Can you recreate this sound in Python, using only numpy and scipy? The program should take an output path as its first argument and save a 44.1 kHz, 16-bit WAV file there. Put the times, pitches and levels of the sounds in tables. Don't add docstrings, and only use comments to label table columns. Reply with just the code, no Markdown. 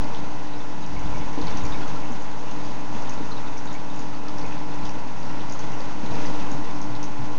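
import sys
import numpy as np
from scipy import signal
from scipy.fft import rfft, irfft
from scipy.io import wavfile
from scipy.ndimage import uniform_filter1d

SR = 44100
rng = np.random.default_rng(int(sys.argv[2]) if len(sys.argv) > 2 else 0)


def how_loud(loudness_db):
    steps = np.asarray(loudness_db, float) / 20
    return 10 ** steps


def transcribe(u):
    v = np.clip(np.atleast_2d(u).T, -1, 1)
    q = np.round(v * 32767).astype(np.int16)
    wavfile.write(sys.argv[1], SR, q)


N = 325670


def evened(x):
    return x / np.sqrt(np.mean(x ** 2) + 1e-20)


def curve(rows):
    return np.interp(np.arange(N) / SR, *np.transpose(rows))


def add(mix, start_s, sound):
    part = mix[round(start_s * SR):][:len(sound)]
    part += sound[:len(part)]


def bandpass(x, low_hz, high_hz):
    sos = signal.butter(2, [low_hz, high_hz], "bandpass", fs=SR, output="sos")
    return signal.sosfilt(sos, x)


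def wander(hz, count):
    rate = 40
    steps = int(N / SR * rate) + 2
    spectrum = rfft(rng.standard_normal((count, steps)))
    spectrum /= 1 + (np.fft.rfftfreq(steps, 1 / rate) / hz) ** 2
    slow = irfft(spectrum, steps)
    at = np.arange(N) / SR * rate
    return [np.interp(at, np.arange(steps), evened(v - v.mean())) for v in slow]


def ping(db, hz, cycles, rise=0.0067):
    t = np.arange(int(cycles / hz * SR) + 8) / SR
    age = t * hz / cycles
    onset = 1 - np.exp(-t * hz / 0.6)
    return how_loud(db - 60 * age) * onset * np.sin(2 * np.pi * hz * t * (1 + rise * age))


# pitch_hz [Hz], level_db [dB per Hz]
WASH_SPECTRUM = [(22, -5), (45, -8), (80, -9), (110, -4), (190, -0.2), (280, 0), (350, -8), (470, -6.5),
                 (680, -9.5), (900, -7), (1300, -17.5), (1800, -15.5), (3000, -21), (6200, -24)]
# pitch_hz [Hz], width_hz [Hz], level_db [dB]
ROOM_MODES = [(107, 22, 0.5), (165, 11, 4.5), (216, 13, 3), (270, 11, -3), (261, 14, -3.5),
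              (465.6, 17, 7.5), (591, 14, 4.5), (626, 3.3, -1.5), (722, 24, 3), (847, 52, -4.5),
              (912, 7.7, 2.5), (914, 20, -2.5), (927, 11, -2.5), (1050, 9.1, 1.5), (1206, 17, 3.5),
              (1306, 140, 5), (1360, 16, 1), (2680, 290, 3)]
# time_s [s], level_db [dB]
STREAM_STRENGTH = [(0, -0.7), (.8, -0.55), (1.3, -0.5), (1.7, -0.5), (2.3, -0.5), (3.05, 0), (3.5, -1),
                   (4.5, -1), (5.5, -0.5), (6.2, 0.5), (6.6, -1.7), (7.39, -2)]
WASH_DB = -37


def wash():
    frames, hz = N // 128 + 6, np.fft.rfftfreq(512, 1 / SR)
    real, imag, patches = rng.standard_normal((frames, 257, 3)).T
    patches = uniform_filter1d(patches, size=14, axis=0)
    patches = evened(uniform_filter1d(patches, size=12, axis=1))
    flicker = evened(uniform_filter1d(rng.standard_normal(frames), size=8))
    field_db = np.clip(hz / 4000, .2, 1)[:, None] * (.8 * patches + .8 * flicker)
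    white = signal.istft((real + 1j * imag) * how_loud(field_db), nperseg=512, noverlap=384)[1][:N]
    fine = np.fft.rfftfreq(N, 1 / SR)
    modes_db = sum(db / (1 + (2 * (fine - mode_hz) / width) ** 2) for mode_hz, width, db in ROOM_MODES)
    f, level_db = np.transpose(WASH_SPECTRUM)
    colour_db = np.interp(np.log(fine + 1), np.log(f + 1), level_db) + modes_db
    colour = how_loud(colour_db) * (fine > 12) * (fine < 8000)
    return how_loud(WASH_DB) * evened(irfft(rfft(white) * colour, N)) * how_loud(curve(STREAM_STRENGTH))


# start_s [s], level_db [dB peak], pitch_hz [Hz], t60_s [s]
BUBBLES = [(.5362, -37, 3920, 0.019), (.6049, -35, 3570, .018), (.8283, -38, 3760, .02),
           (.9645, -30, 2210, 0.019), (1.145, -35, 2290, 0.026), (1.2115, -35, 2250, 0.015),
           (1.476, -40, 2270, 0.032), (1.5246, -39, 3600, .018), (1.6374, -37, 6770, .028),
           (1.645, -34, 2360, .02), (1.722, -32, 3700, .02), (1.743, -32.5, 2290, 0.024),
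           (1.809, -41, 2510, .028), (1.829, -41, 3330, 0.034), (1.608, -41, 3700, .03),
           (3.565, -39, 2270, .025), (3.531, -37, 2650, .015), (3.485, -38, 2580, .015),
           (3.47, -36, 3700, .02), (6.7, -37, 2100, .018), (2.0325, -34, 2250, .015),
           (2.045, -37, 1940, .015), (2.0555, -32.5, 2740, 0.011), (2.48, -36, 2770, .028),
           (3.073, -41, 3630, .02), (3.1, -35, 1940, .018), (3.122, -38, 2550, .028),
           (3.3173, -30.5, 4140, .017), (3.3676, -35, 3770, .022), (3.6738, -34, 3740, .018),
           (3.697, -40, 4130, .018), (3.7065, -37, 3670, .018), (3.9005, -37, 3670, .018),
           (3.749, -32.5, 2260, 0.028), (3.994, -36.5, 6720, .015), (4.44, -33, 2170, .018),
           (4.451, -35, 2480, 0.022), (4.5233, -32, 2680, .018), (4.7175, -40, 3530, .015),
           (4.8945, -37, 2770, 0.014), (5.498, -40, 4890, .028), (5.6282, -39.5, 3420, 0.02),
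           (5.733, -33.5, 2770, .022), (6.25, -34.5, 1890, .028), (6.257, -40, 6000, 0.025),
           (6.6985, -41.5, 3580, .015)]
# start_s [s], level_db [dB peak], pitch_hz [Hz]
GULPS = [(1.705, -36, 1106), (1.814, -38, 1420), (1.859, -34, 1267), (1.963, -40.5, 1360),
         (2.718, -40, 1216), (3.078, -31, 1020), (3.309, -33, 1240), (3.441, -34.5, 1265),
         (3.69, -35, 1276), (4.13, -32.5, 1250), (4.249, -35, 1280), (4.278, -31, 1250), (5.552, -33, 1240),
         (5.897, -35, 1220)]
BUBBLE_DB, GULP_CYCLES = -2.5, 77


def bubbles():
    out = np.zeros(N)
    for start_s, db, hz, t60_s in BUBBLES:
        add(out, start_s, ping(db + BUBBLE_DB, hz, hz * t60_s))
    for start_s, db, hz in GULPS:
        add(out, start_s, ping(db, hz, GULP_CYCLES))
    return out


# start_s [s], level_db [dB peak], pitch_hz [Hz]
SPLASHES = [(0.1469, -28, 3520), (0.1568, -35, 5730), (1.4144, -29, 4320), (1.47, -26.5, 4420),
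            (1.5722, -27, 6100), (1.6652, -32.5, 5950), (1.506, -33.5, 6330), (1.652, -31.5, 6280),
            (2.1215, -30, 7250), (2.3924, -35.5, 6150), (2.5126, -32, 6400), (3.022, -34, 6000),
            (3.0948, -26, 6480), (3.5708, -35.5, 5700), (3.579, -28, 6120), (3.729, -28.5, 7220),
            (1.8795, -32.5, 6430), (3.992, -35, 5030), (4.284, -28.5, 5210), (4.3835, -29, 5650),
            (4.4145, -33, 4780), (4.8536, -31, 5460), (4.8554, -30.5, 3650), (4.8927, -28, 5840),
            (5.396, -38, 3620), (5.497, -29.5, 6050), (5.5247, -26.5, 6530), (5.5925, -26.5, 6440),
            (5.805, -30, 4660), (6.062, -33.5, 3930), (6.2538, -42, 4970), (6.5157, -29, 6730),
            (6.8156, -27.5, 6400),
            (0.973, -37.5, 5000), (3.1767, -35, 4200), (4.149, -32.5, 4500), (4.579, -34, 4440),
         (4.744, -39, 6640), (5.3958, -32, 3000), (6.759, -38, 6040), (0.8635, -31.5, 5880),
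         (5.72, -32.5, 6330), (6.9516, -30, 4100), (7.029, -25, 6230),
            (.042, -35, 4700), (.171, -35, 3950), (.826, -39, 6630), (.993, -35, 6770),
               (1.416, -35, 3570), (1.419, -35.5, 6370), (1.479, -34, 3510), (1.57, -38.5, 4380),
               (1.582, -34, 6300), (1.653, -35, 4510), (2.222, -31, 7250), (2.314, -36, 6880),
               (3.132, -36, 4700), (3.139, -35, 7000), (3.377, -37, 5070), (3.656, -30, 7300),
               (3.674, -38, 4820), (3.74, -34, 7000), (3.961, -30.5, 7380), (3.992, -37.5, 5870),
               (4.282, -34, 4070), (4.293, -38.5, 3300), (4.464, -34, 6760), (4.854, -33, 7080),
               (4.866, -36, 3270), (4.866, -37, 5500), (5.201, -37, 6640), (5.23, -34.5, 4920),
               (5.267, -40, 5830), (5.407, -34, 3630), (5.522, -26, 7000), (5.738, -36, 6060),
               (5.816, -35, 7200), (6.106, -35, 4010), (6.137, -36.5, 6640), (6.154, -37, 3880),
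               (6.268, -34, 4890), (6.827, -39, 5510), (6.961, -37, 5070), (7.04, -31, 6650)]
RING_T60_S, RING_DB, CLICK_DB = 0.0058, -5.5, -4.5
BAND_LOW, BAND_HIGH = .8, 1.16


def splashes():
    out, click = np.zeros(N), signal.unit_impulse(400)
    for start_s, db, hz in SPLASHES:
        snap = bandpass(click, hz * BAND_LOW, hz * BAND_HIGH)
        add(out, start_s, how_loud(db + CLICK_DB) * snap / abs(snap).max())
        add(out, start_s, ping(db + RING_DB, hz, hz * RING_T60_S))
    return out


def fizz(per_s=85, count=24):
    out = np.zeros(N)
    struck = rng.random(N) < per_s / SR
    size = how_loud(4.5 * np.minimum(rng.exponential(1, N), 2.1)) * struck
    kind = rng.integers(0, count, N)
    cycles = rng.choice([4, 10, 30], count)
    for k, hz in enumerate(np.geomspace(1100, 7000, count)):
        out += signal.oaconvolve(size * (kind == k), ping(-49.0, hz, cycles[k]))[:N]
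    return out


# delay_s [s], level_db [dB]
ECHOES = [(.0012, -5), (.0023, -4), (.0036, -6), (.0075, -14), (.012, -4.5), (.0155, -10), (.021, -11),
          (.027, -12)]


def room(x, t60_s=.22, tail_db=-5.5):
    taps = np.zeros(SR // 4)
    at = np.arange(300, len(taps) - 22, 22)
    at = at + rng.integers(0, 22, len(at))
    taps[at] = rng.choice([-1., 1.], len(at)) * how_loud(-60 * at / SR / t60_s)
    taps *= how_loud(tail_db) / np.linalg.norm(taps)
    taps[0] = 1
    for delay_s, db in ECHOES:
        taps[round(delay_s * SR)] += how_loud(db)
    return signal.oaconvolve(x, taps)[:N]


# time_s [s], level_db [dB]
PUMP_SWELL = [(0, 3), (1.1, -0.5), (1.65, 0.5), (2.3, -0.5), (3.4, -2.5), (4.2, 2), (4.8, 2.5), (5.3, -1),
              (6.3, 0.5), (7.0, 4.5), (7.39, 0.5)]
# middle_s [s], depth_db [dB]
PUMP_NULLS = [(0.12, 14), (1.5, 16), (1.949, 5), (3.55, -1), (3.76, -2), (5.22, 12), (5.7, 4), (2.88, -5.5),
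              (2.62, -2), (2.14, 3), (3.22, 5), (6.65, 5), (7.6, 2), (5.05, 9), (5.94, -4), (7.1, 6.5)]
NULL_S = 0.054


def pump_sway_db():
    t = np.arange(N) / SR
    dips_db = sum(db * np.exp(-((t - middle_s) / NULL_S) ** 2) for middle_s, db in PUMP_NULLS)
    return curve(PUMP_SWELL) - dips_db


# time_s [s], speed_hz [turns per s]
RETURN_SPEED = [(0.0, 43.797), (0.62, 43.856), (1.23, 43.898), (1.85, 43.896), (2.46, 43.906),
                (3.08, 43.86), (3.7, 43.865), (4.31, 43.837), (4.93, 43.85), (5.54, 43.81), (6.16, 43.777),
                (6.77, 43.665), (7.39, 43.674)]
PUMP_SPEED = [(0.0, 42.772), (0.62, 42.721), (1.23, 42.707), (1.85, 42.787), (2.46, 42.71), (3.08, 42.629),
              (3.7, 42.615), (4.31, 42.596), (4.93, 42.543), (5.54, 42.584), (6.16, 42.587), (6.77, 42.604),
              (7.39, 42.634)]
FAN_SPEED = [(0.0, 36.06), (0.62, 36.03), (1.23, 36.038), (1.85, 36.06), (2.46, 36.064), (3.08, 35.97),
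             (3.7, 35.937), (4.31, 35.985), (4.93, 35.994), (5.54, 36.0), (6.16, 35.966), (6.77, 36.008),
             (7.39, 36.098)]
WHINE_SPEED = [(0.0, 146.913), (0.62, 146.921), (1.23, 147.012), (1.85, 146.961), (2.46, 146.888),
               (3.08, 146.764), (3.7, 147.009), (4.31, 147.032), (4.93, 146.989), (5.54, 146.888),
               (6.16, 146.981), (6.77, 146.957), (7.39, 146.864)]
# order [multiple of shaft speed], level_db [dB rms]
RETURN_ORDERS = [(3, -60.2), (5, -55.9), (6, -56.4), (7, -53.5), (9, -66.7), (10, -61.3), (14, -54.0),
                 (15, -57.7), (16, -58.2), (18, -50.5), (19, -51.2), (20, -54.8), (21, -59.1), (22, -49.1),
                 (23, -55.6), (24, -60.0), (25, -66.5), (26, -54.4), (29, -70.0), (32, -63.4), (33, -56.5),
                 (35, -62.9), (36, -67.7), (37, -70.5), (42, -72.4), (43, -69.1)]
PUMP_ORDERS = [(4, -49.2), (6, -51.0), (7, -41.9), (20, -47.7), (21, -62.4), (28, -63.9), (32, -57.4),
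               (35, -72.6), (36, -62.0), (39, -68.9), (40, -70.1), (44, -71.2), (47, -74.8), (48, -61.7),
               (52, -74.0), (54, -76.1), (56, -77.1), (58, -71.5), (60, -62.4)]
FAN_ORDERS = [(16, -56.3), (20, -60.8), (24, -58.8), (26, -50.4), (27, -62), (28, -58), (38, -65)]
WHINE_ORDERS = [(5, -63.3), (6, -61.2), (7, -49.7), (9, -68.9), (10, -68.3), (12, -65.6), (13, -64.6)]
MAINS_HZ, MAINS_DB, MOTORS_DB, WAVER_DB = 119.1, -46.5, -0.5, 1.15
BLADES, THROB_S = 7, .057


def hum():
    motors = ((RETURN_SPEED, RETURN_ORDERS), (PUMP_SPEED, PUMP_ORDERS),
              (FAN_SPEED, FAN_ORDERS), (WHINE_SPEED, WHINE_ORDERS))
    t = np.arange(N) / SR
    waver_db = WAVER_DB * np.array(wander(1.4, count=8))
    sway_db = pump_sway_db()
    out = how_loud(MAINS_DB + waver_db[0]) * np.sin(2 * np.pi * MAINS_HZ * t)
    for speed, orders in motors:
        turns = np.cumsum(curve(speed)) / SR
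        turns -= turns[round(THROB_S * SR)]
        for (order, db), start in zip(orders, rng.random(len(orders))):
            level_db = waver_db[int(order) % len(waver_db)]
            if speed is PUMP_SPEED and order == BLADES:
                level_db = sway_db
            if order == BLADES:
                start = 0
            out += how_loud(db + MOTORS_DB + level_db) * np.cos(2 * np.pi * (order * turns + start))
    return np.sqrt(2) * out


# start_s [s], level_db [dB peak], pitch_hz [Hz], t60_s [s]
TUBE_KNOCKS = [(1.374, -20.5, 288, .13), (1.376, -29, 518, .06), (1.388, -28, 470, 0.09),
               (1.397, -27, 270, 0.089), (1.438, -36, 487, .08), (1.404, -23, 287, 0.14),
               (1.412, -31, 453, 0.052), (1.426, -36, 508, 0.092), (1.428, -28, 302, 0.1),
               (1.444, -29, 260, 0.079), (1.549, -27.5, 260, 0.099), (1.573, -31, 240, 0.087)]
# start_s [s], level_db [dB peak], pitch_hz [Hz], t60_s [s]
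DULL_KNOCKS = [(1.2, -25, 143, 0.062), (3.5, -34, 220, 0.082), (6.9, -28, 119, 0.22), (4.9, -34, 132, 0.13),
               (6.282, -30, 150, 0.056), (6.351, -33, 103, 0.13), (6.544, -29, 153, 0.21),
               (6.585, -29, 300, 0.18), (4, -35, 270, 0.12), (5.8, -32, 520, 0.091), (6.521, -26, 280, 0.1),
               (2.1, -29, 245, 0.19), (2.96, -28.5, 220, 0.1), (7.189, -24.5, 127, 0.14),
               (6.14, -30, 150, .08), (6.335, -32, 280, 0.072), (6.545, -26, 200, 0.066),
               (7.7, -29, 134, .08), (0.89, -27, 120, 0.062), (1.445, -26, 150, .07),
               (1.51, -29, 105, 0.051), (1.65, -34, 120, 0.064), (1.72, -28, 170, 0.1),
               (6.238, -31.5, 278, 0.062), (5.5, -32.5, 670, .06), (6.9, -34, 675, .06),
               (6.118, -35, 687, .06), (6.14, -32, 460, 0.079), (4.8, -33, 300, .1), (6.1, -28, 170, .07),
               (3.2, -27, 400, 0.046), (2.57, -32, 300, 0.08), (3.2, -26, 298, .12), (1.8, -31, 380, .06),
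               (4.437, -32, 462, 0.076), (4.7, -26.5, 162, .12)]
# start_s [s], level_db [dB peak],
# pitch_hz [Hz], t60_s [s]
THUMPS = [(6.033, -14, 235, .04), (6.034, -21, 125, .08), (1.045, -22, 150, .07), (1.11, -23, 165, .08),
          (1.145, -24, 140, .07), (.97, -25, 160, .07), (1.255, -24, 125, .07), (2.945, -25, 200, .08)]


def knocks():
    out = np.zeros(N)
    for start_s, db, hz, t60_s in DULL_KNOCKS + TUBE_KNOCKS + THUMPS:
        add(out, start_s, ping(db, hz, hz * t60_s, rise=-0.051))
    return out


# peak_s [s], level_db [dB peak], pitch_hz [Hz]
BUMPS = [(0.912, -36, 34), (0.939, -30.5, 75), (0.967, -25, 36.8), (1.004, -28, 45), (1.051, -25, 51),
         (1.097, -28, 53), (1.125, -29, 55.5), (1.175, -29.5, 41), (1.205, -32, 56), (1.262, -30, 37.4),
         (1.436, -30, 44), (1.514, -34, 61.3), (1.553, -33, 36.6), (1.607, -43, 43), (1.647, -24.5, 41.7),
         (1.701, -33, 32), (1.743, -38.5, 125), (4.787, -36, 43.5), (4.846, -26, 26.1), (6.11, -30, 114),
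         (7.232, -32.5, 101)]


def bumps():
    out = np.zeros(N)
    t = np.arange(-.05, .05, 1 / SR)
    for (peak_s, db, hz), start in zip(BUMPS, rng.random((len(BUMPS), 1))):
        lump = np.sin(2 * np.pi * (hz * t + start))
        lump = lump + 0.28 * np.sin(2 * np.pi * (2.6 * hz * t + 3 * start))
        add(out, peak_s - .05, how_loud(db) * lump * np.exp(-(t / 0.011) ** 2))
    return out


# middle_s [s], half_length_s [s], level_db [dB]
BUSY_HAND = [
    (1.08, 0.26, 9),
    (1.58, 0.17, 11.5),
    (6.3, 0.4, 2),
    (7.2, .1, -3),
]


def rumble():
    t = np.arange(N) / SR
    low = bandpass(rng.standard_normal(N), 22, 85)
    busy_db = sum(db * np.exp(-((t - middle_s) / half_s) ** 4) for middle_s, half_s, db in BUSY_HAND)
    unsteady_db = 2.0 * np.clip(wander(4.2, count=1)[0], -2, 1.5)
    return evened(low) * how_loud(-53.5 + busy_db + unsteady_db)


def scene():
    water = room(bubbles() + splashes() + fizz()) + wash()
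    hand = knocks() + bumps() + rumble()
    return (water + hum() + hand)[None]


# pitch_hz [Hz], level_db [dB]
MIC_RESPONSE = [(0, 0), (5400, 0), (6350, 2), (6650, -1), (7000, -6.5), (7400, -12), (7600, -21),
                (7680, -90), (22050, -100)]


def microphone(dry):
    f, level_db = np.transpose(MIC_RESPONSE)
    fine = np.linspace(0, SR / 2, 2049)
    response = how_loud(np.interp(fine, f, level_db))
    taps = signal.firwin2(1023, fine, response, window=("kaiser", 9), fs=SR)
    hiss = evened(bandpass(rng.standard_normal(N), 12300, 14800))
    return signal.oaconvolve(dry, taps[None], "same") + how_loud(-101) * hiss


# top_s [s], level_db [dB]
GAIN_LIFTS = [(-0.0, -12.49), (1.1, -12.1), (1.49, -10.91), (1.72, -11.03), (2.48, -13.62), (2.64, -13.64),
              (2.99, -12.36), (3.38, -13.38), (3.66, -14.09), (3.95, -13.86), (4.37, -12.95),
              (4.77, -13.16), (5.28, -12.99), (5.65, -12.67), (6.21, -9.93), (6.97, -12.86), (7.22, -13.14)]
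REST_DB, CLIMB_DB_PER_S, SAG_DB_PER_S, SOFT_S = -14.94, 20, 5.47, .08


def camera_gain_db():
    t = np.arange(N) / SR
    tents = [db - np.maximum(SAG_DB_PER_S * (t - top_s), CLIMB_DB_PER_S * (top_s - t))
             for top_s, db in GAIN_LIFTS]
    gain_db = np.maximum(np.max(tents, axis=0), REST_DB)
    return uniform_filter1d(gain_db, size=round(SOFT_S * SR), mode="nearest")


def top_cut(x):
    return signal.sosfilt(signal.butter(12, 17200, fs=SR, output="sos"), x)


def record(dry):
    offset = .2
    mix = (microphone(dry) / offset - 1) * how_loud(camera_gain_db())
    return top_cut(mix)


dry = scene()
out = record(dry)
transcribe(out)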